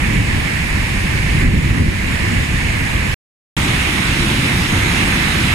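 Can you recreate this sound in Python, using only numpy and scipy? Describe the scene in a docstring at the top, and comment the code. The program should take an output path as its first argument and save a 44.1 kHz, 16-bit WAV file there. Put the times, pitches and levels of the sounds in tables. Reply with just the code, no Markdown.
"""A river in flood, heard from a bridge in two views. First, foam rushes below a weir and fizzes with
bursting bubbles, each a damped resonator. Turbulent wind buffets the microphone, and the hardest
gusts make the automatic gain control duck the water. A short silence follows. Then come the rapids:
nearer, brighter foam that slowly grows louder, with the roar of plunging water beneath it."""
import sys
import numpy as np
from scipy import signal
from scipy.fft import rfft, irfft, next_fast_len
from scipy.io import wavfile
from scipy.ndimage import uniform_filter1d, map_coordinates

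SR = 44100
rng = np.random.default_rng(int(sys.argv[2]) if len(sys.argv) > 2 else 0)


def master(y):
    """Save y as 16-bit WAV."""
    cut = np.clip(np.atleast_2d(y).T, -1, 1)
    pcm = np.round(cut * 32767)  # scale
    wavfile.write(sys.argv[1], SR, pcm.astype(np.int16))


N = 244314
TOP_HZ = 15150  # upper band limit

# when the weir, then the rapids, are heard: start t/s, end t/s
VIEWS = [(0, 3.143), (3.567, 5.54)]


def amp(db):
    """Amplitude ratio of a level in decibels."""
    return 10 ** (np.asarray(db) / 20)


def unit(x):
    """Normalisation to rms 1."""
    return x / np.sqrt(np.mean(x ** 2) + 1e-20)


def along(points, hz):
    """Interpolation of (f/Hz, value) points on a logarithmic frequency axis."""
    f, value = np.transpose(points)
    return np.interp(np.log(hz + 1), np.log(f + 1), value)


def wobble(knots_per_s):
    """Slow random modulation: a spline through Gaussian knots."""
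    knots = rng.standard_normal(int(N * knots_per_s / SR) + 4)
    return map_coordinates(knots, [np.arange(N) * knots_per_s / SR])


def filtered(x, response):
    """Linear filtering: the spectrum is multiplied by a complex frequency response."""
    size = next_fast_len(N + SR // 2)
    return irfft(rfft(x, size) * response(np.fft.rfftfreq(size, 1 / SR)), size)[..., :N]


def spread(pair, spectrum, correlation):
    """Partial coherence: two independent signals, coloured and mixed as mid and side to rms 1."""
    def response(hz):
        angle = np.arccos(np.clip(along(correlation, hz), -1, 1)) / 2
        return amp(along(spectrum, hz)) * [np.cos(angle), np.sin(angle)]
    mid, side = filtered(pair, response)
    return unit(np.array([mid + side, mid - side]))


def turbulence(spectrum, lump_db, lead_ms, lean_db):
    """Turbulent pressure: low noise of rms 1 that comes in lumps, the right channel slightly ahead of the left."""
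    # likeness of left and right: f/Hz, correlation
    correlation = [(40, 0.95), (120, 0.96), (500, 0.79)]
    low = spread(rng.standard_normal((2, N)), spectrum, correlation)
    low = filtered(low, lambda hz: np.exp(1j * np.pi * np.outer([-1, 1], hz) * lead_ms / 1000))
    low = low * amp([[lean_db / 2], [-lean_db / 2]])
    return unit(low * amp(lump_db * wobble(knots_per_s=25)))


def wind():
    """Turbulence at the microphone: gusts build slowly, collapse fast and add in power to a breeze."""
    # gusts: peak t/s, peak level/dB, build-up time constant t/s
    gusts = [(.22, -15.5, .2), (1.54, -7.5, 0.19), (1.87, -7.5, 0.21), (2.42, -16, .25)]
    # spectrum of the buffeting: f/Hz, relative level/dB
    spectrum = [(12, -34), (20, -5), (43, 0), (118, -3), (200, -7.5), (330, -14.5), (400, -21), (600, -30),
                (1000, -64.5)]
    breeze_db, fall_s = -18, 0.058
    t = np.arange(N) / SR
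    power = amp(breeze_db) ** 2
    for peak_s, peak_db, build_s in gusts:
        fade = np.maximum((peak_s - t) / build_s, (t - peak_s) / fall_s)
        power = power + (amp(peak_db) * np.exp(-fade)) ** 2
    return np.sqrt(power) * turbulence(spectrum, lump_db=1.5, lead_ms=0.53, lean_db=-0.5)


def roar():
    """Plunging water radiates low turbulent noise, whose level surges gently at random."""
    # spectrum of the plunge: f/Hz, relative level/dB
    spectrum = [(12, -32.5), (20, -1), (60, 3.5), (120, 2.5), (200, 0), (320, -4.5), (450, -16.5),
                (600, -25), (1000, -80)]
    level_db, surge_db = -17.8, 0.3
    low = turbulence(spectrum, lump_db=1.0, lead_ms=0.13, lean_db=-0.2)
    return amp(level_db + surge_db * wobble(knots_per_s=4.07)) * low


def churn(patchy_db):
    """Modulated noise: the bands of two noises swell and sink in patches as crests break."""
    bands = signal.stft(rng.standard_normal((2, N)), nperseg=512)[2]
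    patches = uniform_filter1d(rng.standard_normal(bands.shape[1:]), size=8, axis=0)  # over frequency
    patches = uniform_filter1d(patches, size=14, axis=1)  # over time
    return unit(signal.istft(bands * amp(patchy_db * unit(patches)), nperseg=512)[1][:, :N])


def bubbles(count, centre_hz, spread_octaves, decay_cycles, scatter_db):
    """Damped resonance: each bubble rings as a decaying sine, a few much louder than the rest."""
    pitch, strength, place = rng.standard_normal((count, 3)).T
    start = rng.integers(N, size=count)
    hz = np.clip(centre_hz * 2 ** (spread_octaves * pitch), 500, TOP_HZ)[:, None]
    age = np.arange(192)  # samples
    cycles = hz * age / SR
    amplitude = amp(scatter_db * np.abs(strength))[:, None] * np.sqrt(hz)
    rings = amplitude * np.sin(2 * np.pi * cycles) * np.exp(-cycles / decay_cycles)
    where = (start[:, None] + age).ravel()
    weights = np.cos(np.pi * place), np.sin(np.pi * place)
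    pair = [np.bincount(where, (rings * weight[:, None]).ravel(), N)[:N] for weight in weights]
    return unit(np.array(pair))


def foam(spectrum, level_db, bubble_db, patchy_db):
    """Incoherent summation: countless far bubbles merge into a rush, and nearer ones fizz on top."""
    # likeness of left and right: f/Hz, correlation
    correlation = [(400, -.5), (640, -.5), (1050, .15), (1500, -.06), (6000, 0), (6600, .75), (8000, .5),
                   (9100, .1), (11500, .62)]
    # the rush lies right, a narrow band of hiss near 9 kHz leans left: f/Hz, left minus right level/dB
    lean = [(400, -4), (700, -5.5), (1150, -2.5), (1500, -5.5), (2600, -5.5), (5500, -1.5), (7800, -0.5),
            (9100, 8), (10300, -0.5)]
    fizz = bubbles(count=12000, centre_hz=5920, spread_octaves=0.789, decay_cycles=4.7, scatter_db=5.0)
    water = spread(churn(patchy_db) + amp(bubble_db) * fizz, spectrum, correlation)
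    water = filtered(water, lambda hz: amp(np.outer([.5, -.5], along(lean, hz))))
    return amp(level_db) * unit(water)


def weir():
    """Broadband bubble noise from the foam below the weir, steady in level."""
    # spectrum of the foam: f/Hz, relative level/dB
    spectrum = [(250, -26), (450, -7.5), (700, -9.5), (1000, -7), (1400, -10), (1770, -0.5), (2250, 0),
                (2750, -5), (3200, -11.5), (6100, -20.5), (7400, -20), (8300, -22.5), (9200, -19.5),
                (11200, -28), (15000, -35)]
    return foam(spectrum, level_db=-20.5, bubble_db=-12.0, patchy_db=0.9)


def rapids():
    """Nearer, brighter bubble noise, whose level rises slowly as a wave piles up."""
    # spectrum of the white water: f/Hz, relative level/dB
    spectrum = [(250, -25.5), (450, -9), (950, -5.5), (1350, -6), (2050, 0.5), (2700, -2.5), (3150, -6.5),
                (3900, -8.5), (4400, -13.5), (7500, -19), (8300, -19.5), (9200, -17.5), (11100, -22.5),
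                (15000, -36)]
    build_db_per_s = 0.45
    since_s = np.arange(N) / SR - VIEWS[1][0]
    water = foam(spectrum, level_db=-18.0, bubble_db=-13.5, patchy_db=1.15)
    return amp(build_db_per_s * since_s) * water


def scene():
    """Superposition: wind and weir in the first view, roar and rapids in the second."""
    t = np.arange(N) / SR
    first, second = [(t >= start) & (t <= end) for start, end in VIEWS]
    return first * (wind() + weir()) + second * (roar() + rapids())


def gain_control(x, threshold_db, share, recovery_db_per_s):
    """Compression: the gain drops fast by a share of the excess level, then climbs back steadily."""
    power = np.abs(uniform_filter1d(np.mean(x ** 2, axis=0), size=800))
    level_db = 10 * np.log10(power + 1e-12)
    wanted_cut_db = share * np.maximum(level_db - threshold_db, 0)
    climb_db = recovery_db_per_s * np.arange(N) / SR
    cut_db = np.maximum.accumulate(wanted_cut_db + climb_db) - climb_db
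    return x * amp(-uniform_filter1d(cut_db, size=1000))


def record(dry):
    """Compression holds down the loud gusts, and a steep low-pass filter limits the band."""
    held = gain_control(dry, threshold_db=-12.0, share=0.68, recovery_db_per_s=17.5)
    return filtered(held, lambda hz: np.clip((TOP_HZ - hz) / 200 + .5, 0, 1))


dry = scene()
out = record(dry)
master(out)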